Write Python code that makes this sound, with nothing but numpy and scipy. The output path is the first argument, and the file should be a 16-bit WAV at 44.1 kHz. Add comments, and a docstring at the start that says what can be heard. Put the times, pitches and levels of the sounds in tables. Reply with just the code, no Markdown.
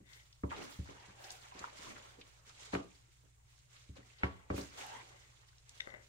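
"""Digging in a compost bin

A gloved hand digs through damp compost and paper bedding in a plastic bin, close to the microphone.
Crumbs scrape and paper crinkles under the fingers in swarms of tiny fractures; scraps snap; tossed
clods crack against the floor and walls and set them ringing. An arm brushes the rim, which is knocked
a few times near the end. A mains hum lies under it all in a small, quiet room."""
import sys
import numpy as np
from scipy import signal
from scipy.fft import rfft, irfft
from scipy.io import wavfile

SR = 44100
rng = np.random.default_rng(int(sys.argv[2]) if len(sys.argv) > 2 else 0)


def store_wav(level_fs):
    """Save 16-bit WAV to argv[1]."""
    pcm = np.round(np.clip(np.atleast_2d(level_fs), -1, 1) * 32767)
    wavfile.write(sys.argv[1], SR, pcm.T.astype(np.int16))


N = 268480


def amp(db):
    """Decibels to gain."""
    return 10 ** (np.asarray(db) / 20)


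def unit_rms(x):
    """Scales to rms 1."""
    return x / np.sqrt(np.mean(x ** 2) + 1e-20)


def curve_at(points, hz):
    """Reads a curve on a log-frequency axis."""
    freqs, values = np.transpose(points)
    return np.interp(np.log(hz + 1), np.log(freqs), values)


def add(mix, start_s, sound):
    """Drops a stereo sound into the mix."""
    part = mix[:, max(round(start_s * SR), 0):][:, :sound.shape[1]]
    part += sound[:, :part.shape[1]]


def eq(x, curve):
    """Colours a sound with an EQ curve in dB."""
    return irfft(rfft(x) * amp(curve_at(curve, np.fft.rfftfreq(x.shape[-1], 1 / SR))), x.shape[-1])


def wander(per_s):
    """A slow random control signal of rms 1, as long as the scene."""
    knots = rng.standard_normal(4096)
    return unit_rms(np.interp(np.arange(N) / SR * per_s, np.arange(len(knots)), knots))


def resonate(x, hz, width_hz):
    """A unity-gain resonance that sweeps along the pitch curve hz."""
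    carrier = np.exp(2j * np.pi * np.cumsum(hz) / SR)
    r = np.exp(-np.pi * width_hz / SR)
    return 2 * (carrier * signal.lfilter([(1 - r) ** 2], [1, -2 * r, r * r], x / carrier)).real


# Stereo width: (frequency [Hz], side over mid [dB])
STEREO_WIDTH = [(60, -6.5), (200, -7.5), (350, -5), (600, 7), (1200, 3.5), (2500, 1.5), (5000, 2),
                (15000, 1)]


def widen(pair):
    """Two unrelated signals become left and right: alike in the bass, opposed in the mids."""
    side_gain = amp(curve_at(STEREO_WIDTH, np.fft.rfftfreq(pair.shape[1], 1 / SR)))
    mid, side = rfft(pair)
    left_right = np.array([mid + side_gain * side, mid - side_gain * side])
    return irfft(left_right / np.hypot(1, side_gain), pair.shape[1])


# Colour of the still air: (frequency [Hz], relative level [dB])
AIR_EQ = [(20, 1.5), (70, 5), (130, 9.5), (200, -17.5), (400, -21.5), (1200, -26), (3000, -41),
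          (7000, -13.5), (9000, -19.5), (11000, -38.5), (16000, -37)]
# Partials of the mains hum: (frequency [Hz], rms level [dB])
HUM_PARTIALS = [(59.6, -72.5), (119.3, -73)]


def room_tone(air_db=-70.5, waver_db=0.8):
    """The bed: still air and a slightly wavering mains hum."""
    t, hum = np.arange(N) / SR, np.zeros(N)
    for hz, db in HUM_PARTIALS:
        peak = np.sqrt(2) * amp(db + waver_db * wander(5))
        hum += peak * np.sin(2 * np.pi * (hz * t + rng.random()))
    air = eq(widen(rng.standard_normal((2, N))), AIR_EQ)
    return hum + amp(air_db) * unit_rms(air)


# Decay of the small room: (frequency [Hz], t60 [s])
ROOM_DECAY = [(100, 0.49), (400, 0.39), (2000, 0.12), (6000, 0.21), (15000, 0.036)]


def room_reverb(send, fade_in_s=0.0048):
    """A short diffuse tail, each band dying at its own speed."""
    hz, t, noise = signal.stft(rng.standard_normal((2, SR // 2)), SR, nperseg=256)
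    decay = amp(-60 * t / curve_at(ROOM_DECAY, hz)[:, None])
    tail = widen(signal.istft(noise * decay, SR, nperseg=256)[1])
    tail *= np.minimum(np.arange(tail.shape[1]) / (fade_in_s * SR), 1)
    return signal.fftconvolve(send, tail / np.linalg.norm(tail[0]), axes=1)[:, :N]


# How far the left channel trails on a ringing wall: (frequency [Hz], phase lag [rad])
LEFT_LAG = [(70, 0.12), (330, 0.33), (480, 1.76), (700, 3.46), (1200, 4.35), (2000, 2.98), (4000, 3.15)]


def ring(modes, drive, t):
    """Plastic rings in decaying modes, each as strong as the blow drives it."""
    hz, db, t60 = np.transpose(modes)[:, :, None]
    decay = drive[:, None] * amp(db - 60 * t / t60)
    phase = 2 * np.pi * hz * t + np.pi * np.arange(len(hz))[:, None]  # neighbours swing opposite ways
    left = (decay * np.sin(phase - curve_at(LEFT_LAG, hz))).sum(0)
    right = (decay * np.sin(phase)).sum(0)
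    return np.array([left, right])


# Ring of the stiff rim: (frequency [Hz], level [dB], t60 [s])
RIM_RING = [(367, 2, 0.023), (563, 0, 0.024), (720, -4.5, 0.016), (1250, -11.5, 0.009),
            (1510, -11.5, 0.021), (2014, 6.5, 0.013), (2250, 4, 0.0068), (2570, -1.5, 0.006),
            (3620, -2, 0.017), (4800, -13, .007), (5760, -3.5, 0.0053)]
# Knocks on the rim: (time [s], level [dB], favoured pitch [Hz])
KNOCK_CUES = [(5.8015, -39, 2300), (5.8052, -29, 3200), (5.8175, -49, 3200), (5.872, -36, 850),
              (5.903, -51, 2900), (5.9405, -37, 1000), (5.947, -47, 1700)]
# An arm or hand rubs along the rim: (start [s], length [s], level [dB], favoured pitch [Hz])
DRAG_CUES = [(0.03, 0.22, -65.5, 2470), (4.03, 0.47, -71.5, 1900), (5.001, 0.34, -72.5, 2100),
             (5.81, 0.23, -58.5, 1010)]


def rim_knocks_and_drags(reach_octaves=0.75, knock_pan_db=4.0, drag_pan_db=5.0):
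    """Knocks and drags on the rim, panned left; each favours the modes near its own pitch."""
    t, knocks, drags = np.arange(SR // 8) / SR, np.zeros((2, N)), np.zeros((2, N))
    mode_hz = np.transpose(RIM_RING)[0]

    def struck(hz):
        drive = np.exp(-0.5 * (np.log2(mode_hz / hz) / reach_octaves) ** 2)
        return ring(RIM_RING, drive, t)
    for start, db, hz in KNOCK_CUES:
        add(knocks, start, amp(db) * struck(hz))
    for start, length, db, hz in DRAG_CUES:
        friction = rng.standard_normal((1, SR))
        rub = signal.oaconvolve(friction, struck(hz), axes=1)[:, :int(length * SR)]
        swell = np.sin(np.linspace(0, np.pi, rub.shape[1]))
        add(drags, start, amp(db) * unit_rms(rub) * swell)
    return knocks * amp([[knock_pan_db], [-knock_pan_db]]) + drags * amp([[drag_pan_db], [-drag_pan_db]])


def fracture(hz, octaves, t60, attack_share=0.02):
    """A burst of breaking fibres, `octaves` to either side of hz; longer bursts also build more slowly."""
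    t = np.arange(SR // 6) / SR
    attack, decay = 1 - np.exp(-t / (attack_share * t60)), amp(-60 * t / t60)
    fibres = widen(rng.standard_normal((2, len(t)))) * attack * decay
    band = signal.butter(3, [hz / 2 ** octaves, hz * 2 ** octaves], "band", fs=SR, output="sos")
    burst = signal.sosfilt(band, fibres)
    return burst * np.linalg.norm(decay) / np.sqrt((burst ** 2).sum(1, keepdims=True))


def snap(hz, t60):
    """One scrap breaks; the higher its pitch, the wider its band."""
    return fracture(hz, octaves=0.32 + 0.09 * np.log2(hz / 1000), t60=t60)


def small_snaps(paper_gain, per_s=14, top_db=3.0, range_db=6, low_hz=2600, high_hz=7000, t60=0.019):
    """Lesser scraps break at random, their level riding on how hard the paper is worked."""
    out = np.zeros((2, N))
    for when, pitch, size in rng.random((int(per_s * N / SR), 3)):
        gain = paper_gain[int(when * N)] * amp(top_db - range_db * (1 - size))
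        add(out, when * N / SR, gain * snap(low_hz * (high_hz / low_hz) ** pitch, t60))
    return out


# Featured snaps, plus a sharp tap on the rim at 5.872 s: (time [s], level [dB], pitch [Hz], t60 [s])
SNAP_CUES = [(0.132, -52.5, 4640, .034), (0.327, -54.5, 4040, 0.025), (0.434, -37.5, 1085, 0.032),
             (0.505, -46.5, 1830, 0.12), (0.515, -37.5, 1060, 0.091), (1.239, -49, 4500, 0.068),
             (1.292, -54, 3720, 0.092), (1.304, -40.5, 4940, 0.024), (1.316, -47.5, 6600, .035),
             (1.5195, -45.5, 900, 0.03), (1.591, -45, 5260, 0.029), (1.6402, -30.5, 1130, 0.015),
             (1.675, -46, 1010, .018), (2.2117, -50, 3000, 0.053), (2.494, -50.5, 4070, .018),
             (2.7398, -43.5, 6200, 0.0097), (2.7502, -35, 2400, .012), (2.915, -61, 2920, 0.034),
             (3.587, -65, 4940, 0.07), (3.763, -57, 3400, 0.052), (3.966, -58.5, 2800, 0.036),
             (4.182, -59.5, 3620, 0.17), (4.547, -62, 4900, 0.027), (4.865, -53, 9500, .02),
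             (5.483, -61, 4150, 0.058), (5.582, -58, 4530, 0.022), (5.6933, -44, 5800, 0.0084),
             (5.872, -42, 1420, 0.011)]


def clear_snaps():
    """Scraps and hard bits break, cutting through the rustle; one click is a sharp tap on the rim."""
    out = np.zeros((2, N))
    for start, db, hz, t60 in SNAP_CUES:
        add(out, start, amp(db) * snap(hz, t60))
    return out


# Ring of the bin's floor and walls: (frequency [Hz], level [dB], t60 [s])
BIN_RING = [(72.8, -1.5, 0.32), (104, -0.5, 0.087), (126.9, -7, 0.26), (180.5, -3, 0.17), (284, -1, 0.14),
            (339.2, -9.5, 0.16), (395.4, -7.5, 0.18), (470.3, -8, 0.18), (560.5, -5.5, 0.19),
            (652, -8.5, 0.16), (790, -36, 0.13), (1075, -6, 0.076), (1163, -10.5, 0.3), (1310, -39, 0.063),
            (1480, -14, 0.099), (1590, -30, 0.035), (2120, -34, .15), (2260, 10, 0.046), (3000, -8, 0.18)]
# Clods landing and pushes on the bin: (time [s], force [dB], hardness [Hz], floor flex [dB])
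CLOD_CUES = [(0.002, -56, 380, -8), (0.4345, -34.5, 476, 3), (0.788, -40, 187, 7.5), (0.889, -48, 600, -21),
             (1.08, -57, 293, -1), (1.549, -55.5, 604, -10), (1.604, -55, 600, -7), (1.791, -58, 497, -5.5),
             (2.182, -54.5, 517, -27), (2.733, -33.5, 980, -9.5), (2.7504, -34, 1140, -10.5),
             (2.797, -44.5, 597, -20), (3.891, -52, 255, 10.5), (3.982, -55, 400, -10),
             (4.2334, -33, 1970, 3.5), (4.5013, -33, 920, -1.5), (4.537, -37.5, 463, 3),
             (4.579, -36, 645, -19), (4.611, -47, 500, 2)]


def clod_thumps(flex_hz=130, wall_hz=450, place_db=3.0, max_detune=0.0464,
                crumble_db=-7, crumble_t60=0.21, crumble_low_hz=230):
    """The body of each hit: a clod rings the bin, the softer the duller, and spills into crumbs."""
    t, out = np.arange(SR // 2) / SR, np.zeros((2, N))
    hz, mode_db, t60 = np.transpose(BIN_RING)
    wall_share = 1 - np.exp(-(hz / wall_hz) ** 2)
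    for start, db, hard_hz, flex_db in CLOD_CUES:
        # where the clod lands decides how the higher wall modes are driven and loaded
        place, load = rng.uniform(-1, 1, (2, len(hz))) * wall_share
        floor_db = flex_db / (1 + (hz / flex_hz) ** 4)
        drive = amp(floor_db + place_db * place) / np.hypot(1, (hz / hard_hz) ** 2)
        loaded_modes = np.column_stack([hz * (1 + max_detune * load), mode_db, t60])
        band = signal.butter(2, [min(crumble_low_hz, hard_hz / 2), hard_hz], "band", fs=SR, output="sos")
        crumbs = widen(signal.sosfilt(band, rng.standard_normal((2, len(t)))))
        spill = unit_rms(crumbs) * amp(crumble_db - 60 * t / crumble_t60)
        attack = 1 - np.exp(-2 * hard_hz * t)
        add(out, start, amp(db) * attack * (ring(loaded_modes, drive, t) + spill))
    return out


def clod_cracks(over_db=2.5, db_per_octave=9, middling_pitch_hz=1040):
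    """The transient of each hit: a clod cracks on the plastic, the harder the louder and higher."""
    out = np.zeros((2, N))
    for start, db, hard_hz, _ in CLOD_CUES:
        hardness = hard_hz / 1000  # 1 for a middling clod
        crack = fracture(middling_pitch_hz * hardness ** 0.22, octaves=0.66, t60=0.014)
        add(out, start, amp(db + over_db + db_per_octave * np.log2(hardness)) * crack)
    return out


def wall_rub(paper_gain, wall_hz=2140, width_hz=330, wall_db=-11):
    """The worked bedding rubs the plastic wall, which answers in one narrow resonance."""
    rub = resonate(widen(rng.standard_normal((2, N))), np.full(N, wall_hz), width_hz)
    return amp(wall_db) * unit_rms(rub) * paper_gain


# Resonances of the hollow under the hand: (multiple of its pitch [ratio], width [Hz], level [dB])
HOLLOW_FORMANTS = [(1, 184, 1), (2.05, 323, -4.5), (3.4, 455, -7)]
# Scoops of the cupped hand: (start [s], end [s], level [dB], start pitch [Hz], end pitch [Hz])
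SCOOP_CUES = [(0.519, 0.688, -49.5, 417, 272), (0.914, 1.103, -63.5, 840, 1000),
              (1.123, 1.42, -60, 850, 734), (1.714, 1.983, -65, 1000, 1110), (1.827, 1.957, -56, 301, 277),
              (4.769, 4.967, -54.5, 800, 825), (4.9, 5.026, -52.5, 840, 1030)]


def hand_scoops():
    """Scraping resonates in the hollow under the hand, gliding as the hand closes or opens."""
    out = np.zeros((2, N))
    for start, end, db, from_hz, to_hz in SCOOP_CUES:
        n = int((end - start) * SR)
        scrape = rng.standard_normal((2, SR))[:, :n]
        glide_hz = np.linspace(from_hz, to_hz, n)
        hollow = sum(amp(formant_db) * unit_rms(resonate(scrape, multiple * glide_hz, width_hz))
                     for multiple, width_hz, formant_db in HOLLOW_FORMANTS)
        add(out, start, amp(db) * unit_rms(hollow) * np.sin(np.linspace(0, np.pi, n)))
    return out


# Finger strokes: (start [s], attack [s], time to fall 20 dB [s], paper [dB], soil [dB], spray [dB])
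STROKE_CUES = [(0.05, 0.099, 0.3, -65, -70, -69.5), (0.33, 0.14, 3.5, -75.5, -92, -80),
               (0.488, 0.03, 0.25, -62.5, -48.5, -95), (0.53, 0.077, 0.32, -57, -57.5, -80),
               (0.6, 0.039, 0.18, -60, -58, -64), (0.67, 0.048, 0.3, -62, -72, -65.5),
               (0.83, 0.045, 1.5, -64.5, -59, -88), (1.159, 0.096, 0.3, -62, -61.5, -66.5),
               (1.28, 0.043, 0.15, -60, -61.5, -61.5), (1.41, 0.036, 0.3, -63, -62.5, -73),
               (1.50, 0.13, 0.43, -60, -54, -75), (1.73, 0.091, 0.35, -55.5, -57.5, -70.5),
               (1.85, 0.06, 0.23, -65, -57, -72), (1.99, 0.051, 0.46, -65.5, -59.5, -75),
               (2.24, 0.042, .3, -67.5, -76, -79), (2.445, 0.034, 0.23, -62, -63.5, -78),
               (2.52, .14, 0.36, -58, -61, -79.5), (2.714, 0.033, 0.07, -55.5, -44, -68),
               (2.88, 0.071, 0.32, -71.5, -79, -86), (3.04, 0.095, .28, -74, -80, -85),
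               (3.44, .08, .5, -71.5, -79, -83.5), (3.679, 0.076, 0.37, -65.5, -71, -79),
               (3.951, 0.02, 0.12, -65, -58, -84), (4.04, 0.045, 0.31, -67, -69.5, -86),
               (4.19, 0.044, 0.4, -73, -57, -93), (4.489, 0.032, 0.07, -62.5, -58, -80),
               (4.535, 0.056, .15, -50, -55, -56.5), (4.68, 0.082, .3, -61.5, -59, -73),
               (4.759, 0.046, 0.16, -51, -51.5, -62.5), (4.84, .11, 0.29, -60, -55.5, -73),
               (4.98, 0.16, 0.94, -66, -69.5, -80), (5.62, .17, .45, -66.5, -68, -81),
               (6.0, .05, .3, -69.5, -76, -81)]


def stroke_envelopes(resting_db=(-82.5, -80, -84.5), attack_power=1.14, spray_power=1.84):
    """Gains of paper, soil and spray: each stroke swells, then sinks to the faint stir of settling."""
    t = np.arange(N) / SR
    power = amp(resting_db)[:, None] ** 2 * np.ones(N)
    for start, attack_s, fall_s, *levels_db in STROKE_CUES:
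        push = np.sin(np.pi / 2 * np.clip((t - start) / attack_s, 0, 1)) ** attack_power
        force = push * amp(-20 * np.maximum(t - start - attack_s, 0) / fall_s)
        flying = force ** spray_power  # fine crumbs fly mostly at the height of a stroke
        power += (amp(levels_db)[:, None] * [force, force, flying]) ** 2
    return np.sqrt(power)


def grains(per_s_at_1khz, spread_db, clump_db, flurry_db, clumps_per_s, cycles, bands=24):
    """Tiny fractures ring briefly; all bands clump together, and each also has flurries of its own."""
    out, clumps = np.zeros((2, N)), wander(clumps_per_s)
    for hz in np.geomspace(200, 15000, bands):
        hits = np.flatnonzero(rng.random(N) < per_s_at_1khz * np.sqrt(hz / 1000) / SR)
        size_db = spread_db * np.minimum(rng.standard_exponential(N)[hits], 4)
        surge_db = clump_db * clumps[hits] + flurry_db * wander(clumps_per_s)[hits]
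        clicks = np.zeros((2, N))
        clicks[:, hits] = amp(size_db + surge_db) * rng.standard_normal((2, N))[:, hits]
        r = np.exp(-hz / (cycles * SR))
        pings = signal.lfilter([1, 0, -1], [1, -2 * r * np.cos(2 * np.pi * hz / SR), r * r], clicks)
        out += np.sqrt(hz) * unit_rms(pings)
    return out


def paper_folds(per_s=70, spread_db=2.0, q=3, low_hz=2200, high_hz=7500, fold_s=0.02):
    """Single folds of damp paper give way, each a short flurry ringing at a pitch of its own."""
    n, out = int(fold_s * SR), np.zeros((2, N))
    envelope = np.sin(np.pi * np.linspace(0, 1, n) ** 0.5) ** 2
    fibres = rng.standard_normal((2, N + n))
    for when, pitch, size, pan in rng.random((int(per_s * N / SR), 4)):
        hz = low_hz * (high_hz / low_hz) ** pitch
        flurry = fibres[:, int(when * N):][:, :n] * envelope
        fold = unit_rms(resonate(flurry, np.full(n, hz), hz / q))
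        gain = amp(-spread_db * np.log(max(size, 0.03)))  # many quiet folds, a few loud ones
        add(out, when * N / SR, gain * np.sqrt([[pan], [1 - pan]]) * fold)
    return unit_rms(out)


# Dark scrape of the soil: (frequency [Hz], gain [dB])
SOIL_EQ = [(60, -26), (170, -13.5), (300, -5.5), (550, -1), (1000, -1), (1400, -3), (2000, -3.5),
           (3000, -8), (5500, -23.5), (16000, -49)]
# Bright crinkle of the paper: (frequency [Hz], gain [dB])
PAPER_EQ = [(400, -21), (1300, -1), (2300, -1.5), (3600, 2), (5000, -2), (7000, -0.5), (9000, -12.5),
            (11000, -24.5), (15500, -47)]
# Fizz of fine spraying crumbs: (frequency [Hz], gain [dB])
SPRAY_EQ = [(2000, -66), (6000, -6), (9000, 14), (11000, 6), (15500, 13)]


def rummaging(paper_gain, soil_gain, spray_gain, folds_db=-7, spray_db=-1, pan_db=1.58):
    """Fingers scrape through soil, scatter fine crumbs and crinkle paper, which sits slightly right."""
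    coarse = widen(grains(500, spread_db=0.1, clump_db=0.5, flurry_db=4.5, clumps_per_s=60, cycles=2.04))
    fine = widen(grains(1100, spread_db=0.5, clump_db=1.3, flurry_db=2, clumps_per_s=65, cycles=1.02))
    soil = unit_rms(eq(coarse, SOIL_EQ)) * soil_gain
    paper = (unit_rms(eq(fine, PAPER_EQ)) + paper_folds() * amp(folds_db)) * paper_gain
    spray = unit_rms(eq(fine, SPRAY_EQ)) * spray_gain * amp(spray_db)
    return soil + paper * amp([[-pan_db], [pan_db]]) + spray


def scene(send_db=-13, thump_send_db=-19):
    """The mix: rustle, thumps, rim and cracks feed one small reverb, over the room tone."""
    paper_gain, soil_gain, spray_gain = stroke_envelopes()
    rustle = rummaging(paper_gain, soil_gain, spray_gain) + hand_scoops() + wall_rub(paper_gain)
    thumps = clod_thumps()
    rim = rim_knocks_and_drags()
    cracks = clod_cracks() + clear_snaps() + small_snaps(paper_gain)
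    send = amp(send_db) * (rustle + cracks + rim) + amp(thump_send_db) * thumps
    return rustle + thumps + cracks + rim + room_reverb(send) + room_tone()


def record(dry, cutoff_hz=15800):
    """A steep low-pass on the master trims the very top."""
    lowpass = signal.firwin(511, cutoff_hz, window=("kaiser", 9), fs=SR)
    return signal.oaconvolve(dry, lowpass[None], "same")


dry = scene()
out = record(dry)
store_wav(out)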